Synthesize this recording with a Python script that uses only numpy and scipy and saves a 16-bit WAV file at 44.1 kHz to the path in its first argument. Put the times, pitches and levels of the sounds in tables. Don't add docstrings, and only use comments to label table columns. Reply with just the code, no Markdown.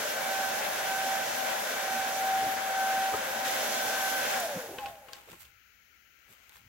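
import sys
import numpy as np
from scipy import signal
from scipy.fft import rfft, irfft, next_fast_len
from scipy.io import wavfile

SR = 44100
rng = np.random.default_rng(int(sys.argv[2]) if len(sys.argv) > 2 else 0)


def transcribe(u):
    v = np.clip(np.atleast_2d(u).T, -1, 1)
    q = np.round(v * 32767).astype(np.int16)
    wavfile.write(sys.argv[1], SR, q)


N = 294588
SIZE = next_fast_len(N, real=True)
TIME, FREQ = np.arange(N) / SR, np.maximum(np.fft.rfftfreq(SIZE, 1 / SR), 1)
SIDES = np.array([[1], [-1]])  # left, right; every pan_db is left minus right
SHAFT_HZ, TOP_HZ = 192.1, 15800

# time_s, level_db, pan_db, left_lead_rad
BLADE_PATH = [(0, -43.0, 4, -3.9), (0.09, -38.5, 3, -3.8), (0.16, -44.0, -9, -2.8),
              (0.22, -36.5, -17, -0.3), (0.31, -36.0, -7, 0.6), (0.42, -33.0, -5, 0.2),
              (0.52, -35.5, -17, 1.1), (0.6, -39.0, -4, 2.9), (0.69, -36.5, 6, 1.8), (0.76, -39.5, -3, 2.8),
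              (0.84, -37.5, -17, 0.3), (0.92, -33.5, -4, -0.1), (1.03, -34.0, -3, 0.3),
              (1.12, -31.5, -4, 0.1), (1.25, -36.0, -17, -1.4), (1.33, -38.0, 7, -3.8),
              (1.42, -34.0, 11, -4.7), (1.56, -35.5, 10, -3.9), (1.64, -39.0, 3, -3.5),
              (1.71, -46.0, 10, -3.1), (1.79, -38.0, -17, -2.1), (1.88, -36.0, -10, 0.2),
              (2.0, -31.5, -4, -0.2), (2.11, -37.0, -5, -1.1), (2.22, -30.5, 1, 0.0), (2.35, -27.0, 0, 0.1),
              (2.46, -29.5, 1, -0.4), (2.59, -35.5, 7, -1.1), (2.7, -33.5, 1, -0.8),
              (2.81, -29.5, -1, -0.2), (3.03, -29.0, -1, -0.1), (3.12, -31.5, -1, -0.5),
              (3.26, -42.0, 8, -3.0), (3.36, -38.5, 8, -2.1), (3.46, -34.5, 3, -0.2),
              (3.53, -36.0, -5, 1.8), (3.65, -40.0, -17, 2.8), (3.75, -37.5, -17, 2.8),
              (3.84, -37.0, -11, 5.5), (3.95, -38.5, -9, 6.3), (4.04, -34.5, -5, 6.2),
              (4.19, -36.5, -17, 5.3), (4.28, -39.0, -5, 2.7), (4.36, -31.5, 3, 1.5),
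              (4.41, -37.5, -3, 0.1)]
# frequency_hz, pan_db
CLOSE_BALANCE = [(60, 1), (110, 2.5), (200, -0.5), (380, 1), (700, 3), (1290, 1.5), (2380, 3.5),
                 (4400, 1.5), (8120, -4), (15000, -6)]


def undb(db):
    return np.exp(np.asarray(db) * (np.log(10) / 20))


def unit(x):
    return x / np.sqrt(np.mean(x ** 2))


def curves(table):
    times, *columns = np.transpose(table)
    return [np.interp(TIME, times, column) for column in columns]


def shape(points):
    hz, value = np.transpose(points)
    return np.interp(np.log(FREQ), np.log(hz), value)


def pan(db):
    return undb(SIDES * db / 2) / np.sqrt(np.cosh(db * np.log(10) / 20))


def colour(x, gain):
    return irfft(rfft(x, SIZE) * gain, SIZE)[..., :N]


def bell(offset, width):
    return np.exp(-.5 * (offset / width) ** 2)


def walk(rate_hz):
    steps = rng.standard_normal(8192)
    hz = np.fft.rfftfreq(len(steps), TIME[-1] / len(steps))
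    slow = unit(irfft(rfft(steps) / (1 + (hz / rate_hz) ** 4)))
    return np.interp(TIME, np.linspace(0, TIME[-1], len(slow)), slow)


def stereo_noise(db, likeness, balance):
    mid, side = rfft(rng.standard_normal((2, SIZE)))
    alike = np.clip(shape(likeness), -.99, .99)
    pair = mid * np.sqrt(1 + alike) + SIDES * side * np.sqrt(1 - alike)
    noise = irfft(pair * undb(db) * pan(shape(balance)), SIZE)[:, :N]
    return noise / np.std(noise.mean(axis=0))


def room_tone(level_db=-62.5):
    spectrum = [(15, -38), (25, -21), (58, 0.5), (136, -13.5), (1140, -21.5), (1340, -1.5), (1800, -7),
                (2170, -2), (3170, -9), (3530, -17), (4150, -14.5), (5140, -17.5), (6550, -12.5),
                (8580, -34), (12000, -18), (14500, -18), (15500, -12)]
    balance = [(60, 6), (110, 0.5), (200, -1.5), (380, 0), (700, -2), (1290, 18), (2380, 25.5), (4400, 19),
               (8120, 4.5), (15000, -3.5)]
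    likeness = [(60, 0.5), (500, .4), (2000, 0.11), (12000, 0.046)]
    return undb(level_db) * stereo_noise(shape(spectrum), likeness, balance)


def reflections(level_db=-8, count=24):
    echoes = np.zeros((2, SR // 50))
    for channel in echoes:
        gains = undb(level_db) * rng.standard_normal(count) / np.sqrt(count)
        channel[rng.integers(SR // 1000, len(channel), count)] = gains
    return 1 + rfft(echoes, SIZE) * FREQ / (FREQ + 1200)


def jacket_rustles(grain_db=2.0):
    slides = [(4.849, 0.052, -46.5, 0, 0.5), (5.155, 0.064, -52.5, -0.5, 1), (5.32, 0.035, -52.5, -1, 2.5),
              (5.416, 0.02, -50, -2, 5.5), (5.463, 0.034, -61, 1, 3.5), (6.318, 0.02, -57.5, 2, 7.5),
              (6.447, 0.15, -62.5, 6, 2), (6.562, 0.021, -56.5, 3, 7)]
    leather = [(200, 13.5), (1400, 14.5), (3000, 11), (5500, 0), (7800, 2.5), (10000, -5), (12000, 1),
               (15500, -3)]
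    grains = rng.standard_normal((2, N)) * undb(grain_db * walk(170))
    slips = rfft(grains, SIZE) * undb(shape(leather)) * pan(shape(CLOSE_BALANCE))
    octaves, out = np.log2(FREQ / 4000), 0
    for peak_s, width_s, db, pan_db, tilt in slides:
        rub = unit(irfft(slips * undb(tilt * octaves), SIZE)[:, :N])
        out += rub * undb(db) * bell(TIME - peak_s, width_s) * pan(pan_db)
    return out


def soft_bumps(thud_hz=96.4, thud_octaves=0.74):
    contacts = [(2.452, 0.03, -42.5, 350, 0.89, -54.5), (3.144, 0.012, -35, 405, 0.298, -49),
                (4.572, .012, -39, 177, 0.57, -57), (4.719, 0.042, -47, 420, 0.36, -60.5),
                (4.866, 0.086, -62.5, 65, 0.83, -66), (5.291, 0.0099, -57, 430, 0.35, -70),
                (5.334, 0.018, -58, 295, 0.53, -58), (5.396, 0.1, -67, 60, 0.68, -72),
                (6.316, 0.023, -66.5, 298, 1.5, -70), (6.635, .04, -67, 80, .4, -65)]
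    out = np.zeros(N + SR)
    t, freq = TIME[:SR // 2], np.maximum(np.fft.rfftfreq(SR // 2, 1 / SR), 1)
    for peak_s, width_s, body_db, body_hz, body_octaves, thud_db in contacts:
        swell = bell(t - t.mean(), width_s)
        start = int((peak_s - t.mean()) * SR)
        for db, hz, octaves in ((body_db, body_hz, body_octaves), (thud_db, thud_hz, thud_octaves)):
            noise = irfft(rfft(rng.standard_normal(len(t))) * bell(np.log2(freq / hz), octaves))
            out[start:start + len(t)] += unit(noise * swell) * np.sqrt(np.mean(swell ** 2)) * undb(db)
    return out[:N]


def housing_ring(t, scatter_db=3, detune=0.015):
    modes = [(513, 3.5, 0.15), (815, 0, 0.51), (1060, 3, 0.19), (1547, 5.5, 0.088), (2574, 1.5, 0.08),
             (2890, 4, 0.052), (3200, -11, 0.039)]
    ring = 0
    for hz, db, t60 in modes:
        spot, grip = rng.standard_normal(2)
        decay = undb(db + scatter_db * spot - 60 * t / t60)
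        ring += decay * np.sin(2 * np.pi * hz * (1 + detune * grip) * t)
    return ring


def plastic_clicks(tail_db=-16, tail_t60_s=0.16, tick_t60_s=.003, tick_pan_db=-4):
    # start_s, peak_db, snap_over_ring_db, snap_hz, snap_t60_s, pan_db, tick_db
    clicks = [(3.1385, -22.5, 9, 800, 0.055, 0, -50), (4.401, -23, 8, 12000, 0.023, -3, -35),
              (4.7851, -25, -5, 1970, 0.027, 3, -37), (4.8595, -27, -3.5, 2380, 0.031, -1, -46),
              (4.954, -44, -1.5, 2000, .03, 0.5, -52), (5.085, -39, -4, 1590, 0.06, 6, -55),
              (5.1325, -26.5, 8, 3400, 0.008, 5, -30), (5.283, -46.5, 5, 520, 0.068, -1, -52),
              (5.3305, -41, 5, 700, .025, 5, -39), (5.338, -47, 8, 3000, .01, 0, -42),
              (5.451, -44, 11, 2800, 0.019, 0, -55), (6.4946, -44, 7, 3000, 0.007, 4, -37),
              (6.521, -47, 15, 1500, .01, 8, -54), (6.556, -42, 14, 1450, .012, 7, -48),
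              (6.568, -49, 2, 1400, .015, 5, -40)]
    out, t = np.zeros((2, N + SR)), TIME[:SR // 2]
    treble = signal.butter(2, [4000, TOP_HZ], "band", fs=SR, output="sos")
    for start_s, hit_db, snap_db, hz, snap_t60, hit_pan_db, tick_db in clicks:
        ring = housing_ring(t)
        noise = rng.standard_normal((2, len(t))) + rng.standard_normal(len(t))
        decay = undb(-60 * t / snap_t60) + undb(tail_db - 60 * t / tail_t60_s)
        band = signal.butter(2, [hz / 1.8, min(hz * 1.8, .45 * SR)], "band", fs=SR, output="sos")
        snap = signal.sosfilt(band, noise * decay)
        hit = ring / np.linalg.norm(ring) + undb(snap_db) * snap / np.linalg.norm(snap[0])
        tick = signal.sosfilt(treble, noise * undb(-60 * t / tick_t60_s))
        start = int(start_s * SR)
        for part, peak_db, pan_db in ((hit, hit_db, hit_pan_db), (tick, tick_db, tick_pan_db)):
            out[:, start:start + len(t)] += part / np.abs(part).max() * undb(peak_db) * pan(pan_db)
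    return out[:, :N]


def jet_sizzle():
    grazes = [(3.85, 0.2, -49, 3300, 0.15), (4.08, 0.11, -42, 11500, .09)]
    out = 0
    for peak_s, width_s, db, hz, octaves in grazes:
        hiss = colour(rng.standard_normal((2, N)), bell(np.log2(FREQ / hz), octaves))
        out += unit(hiss) * undb(db) * bell(TIME - peak_s, width_s)
    return out


def fan_speed(off_s=4.385, drag_per_turn=.00955, friction_hz_per_s=87.5):
    knee_hz = np.sqrt(friction_hz_per_s / drag_per_turn)
    braking = knee_hz * drag_per_turn * np.maximum(TIME - off_s, 0)
    shaft_hz = knee_hz * np.tan(np.maximum(np.arctan(SHAFT_HZ / knee_hz) - braking, 0))
    return np.maximum(shaft_hz, 1) / SHAFT_HZ


def motor_tones(speed, angle, waver_db=3):
    harmonics = [(5, -59), (9, -59), (10, -57), (12, -55.5), (16, -58.5), (20, -64), (24, -62), (31, -60),
                 (45, -65), (50, -69), (62, -66), (74, -66)]
    tones = np.zeros((2, N))
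    for order, db in harmonics:
        apart = order / 30 * SIDES * walk(1)
        phase = order * angle + .5 * walk(12) + rng.uniform(0, 2 * np.pi) + apart
        tones += np.cos(phase) * undb(db + waver_db * walk(2.7))
    return tones * speed ** 3


def coasting_hoot(speed, angle, ring_db=16, ring_hz=807, ring_width_hz=5.7, draught_db=-22.5):
    rotor = [(4, -33, .3, 1.2), (10, -43, .11, 0), (15, -56, .1, 0)]
    hollow = [(200, -46), (380, -26), (490, -2), (620, 0.5), (800, 4.5), (860, -0.5), (930, -19),
              (1400, -40), (2500, -50)]
    freewheel = np.clip(5.5 * (1 - speed), 0, 1)
    tones = 0
    for order, db, roughness, exponent in rotor:
        shake = 1 + roughness * (walk(51) + 1j * walk(50))
        tones += undb(db) * speed ** exponent * np.imag(shake * np.exp(1j * order * angle))
    drive = tones * freewheel * np.minimum(2 * speed, 1) ** 2.5
    draught = undb(draught_db) * rng.standard_normal(N) * freewheel * speed ** 2.7
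    resonance = 1 / (1 + 2j * (FREQ - ring_hz) / ring_width_hz)
    hoot = colour(drive, 1 + undb(ring_db) * resonance)
    return colour(draught + hoot, undb(shape(hollow)))


def blade_whine(speed, angle, blades=4, roughness=0.078):
    octave_path = [(0, -52.5, 1, 0.4), (0.2, -47.5, -2, -1.8), (0.43, -39.5, -2, -1.0),
                   (0.56, -48.0, 1, -1.5), (0.68, -53.5, -3, -2.8), (0.78, -53.0, -1, -3.4),
                   (0.9, -40.0, 0, -0.6), (1.05, -45.0, -7, -1.3), (1.2, -44.5, -1, -1.1),
                   (1.32, -54.0, -2, -3.8), (1.5, -49.0, -9, -1.1), (1.75, -48.0, 0, -0.3),
                   (2.0, -44.0, -2, -0.8), (2.13, -53.0, 1, -3.7), (2.27, -40.0, -3, -1.9),
                   (2.42, -50.5, 4, -2.5), (2.56, -57.0, -5, -4.0), (2.68, -50.5, -5, -2.7),
                   (2.79, -39.0, 4, -0.8), (3.02, -42.5, 2, -1.2), (3.17, -50.0, -8, -3.0),
                   (3.4, -46.5, -10, -1.8), (3.6, -54.5, 2, -4.6), (3.82, -42.5, 10, -6.7),
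                   (4.05, -40.5, 4, -7.2), (4.23, -40.0, 1, -7.4), (4.33, -54.0, 0, -9.6),
                   (4.4, -45.5, 4, -7.3)]
    out = 0
    for order, path, trim_db, exponent in ((blades, BLADE_PATH, -0.83, 8),
                                           (2 * blades, octave_path, 2.5, 14)):
        db, pan_db, lead = curves(path)
        eddies = roughness * np.array([walk(51) + 1j * walk(45) for _ in SIDES])
        phase = order * angle + .5 * SIDES * lead
        tone = np.sqrt(2) * np.real((1 + eddies) * np.exp(1j * phase))
        out += tone * pan(pan_db) * undb(db + trim_db) * speed ** exponent
    return out


def air_rush(speed, rush_db=-36.0, jet_trim_db=9, contact_s=3.445, contact_db=5, lag_s=.00005):
    turbulence = [(25, -31), (50, -25), (160, -20), (330, -13), (520, -2.5), (850, 2), (1150, -5),
                  (1900, -3), (3400, -10), (4700, -11.5), (6200, -8.5), (9600, -17.5), (11300, -10.5),
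                  (15500, -14)]
    resonances = [(115.3, 36, 6), (233, 112, 11), (414, 84, 0), (531.4, 36, 6), (608, 77, 7),
                  (815, 40, 2.5), (917, 44, -4), (1516, 470, 8.5), (1824, 180, -1.5), (2190, 180, 1),
                  (3400, 940, 3), (13040, 1400, -3.5)]
    likeness = [(60, .7), (130, 1), (290, 1), (640, 0.75), (1410, 0.37), (3100, 0.43), (6800, 0.097),
                (15000, 0.28)]
    jet_path = [(0.0, -41), (0.95, -41), (2.11, -42), (2.73, -44.5), (2.88, -41.5), (3.1, -43), (3.42, -43),
                (4.15, -44.5), (4.4, -44.5)]
    # centre_hz, jet_share, loss_db_per_db, speed_exponent, flutter_db
    bands = [(250, 0.55, 0, 2.14, 1.2), (477, 0.42, 0.33, 2.0, 0.8), (844, 0.11, 0.02, 1.85, 1),
             (1330, 0.1, 0, 2.66, 1.17), (3060, 0.82, 0, 2.7, 1.01), (6000, 1, 0, 2.8, 0.8),
             (12000, 0.87, 0, 2.06, 0.75)]
    contact = np.clip((TIME - contact_s) / 0.0064, 0, 1)
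    jet_db = curves(jet_path)[0] + contact_db * contact + jet_trim_db
    whine_db = curves(BLADE_PATH)[0]
    barrel_db = sum(db / (1 + (2 * (FREQ - hz) / width) ** 2) for hz, width, db in resonances)
    noise = stereo_noise(shape(turbulence) + barrel_db, likeness, CLOSE_BALANCE)
    stream = rfft(noise, SIZE) * reflections()
    stream *= np.exp(-1j * np.pi * FREQ * lag_s * SIDES)
    out = 0
    for hz, jet_share, loss, exponent, flutter_db in bands:
        crossover = shape([(centre, centre == hz) for centre, *_ in bands])
        band = irfft(stream * crossover, SIZE)[:, :N]
        db = (1 - jet_share) * rush_db + jet_share * jet_db - loss * (whine_db - whine_db.mean())
        out += band * undb(db + flutter_db * walk(11.7)) * speed ** exponent
    return out


def scene():
    speed = fan_speed()
    wobble = 1 + 0.000707 * walk(8.8) + 0.000698 * walk(1.246)
    angle = 2 * np.pi * np.cumsum(SHAFT_HZ * speed * wobble) / SR
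    dryer = air_rush(speed) + blade_whine(speed, angle)
    dryer += motor_tones(speed, angle) + coasting_hoot(speed, angle)
    return dryer + room_tone() + jet_sizzle() + plastic_clicks() + soft_bumps() + jacket_rustles()


def record(dry):
    return signal.sosfilt(signal.ellip(12, .1, 80, TOP_HZ, fs=SR, output="sos"), dry)


dry = scene()
out = record(dry)
transcribe(out)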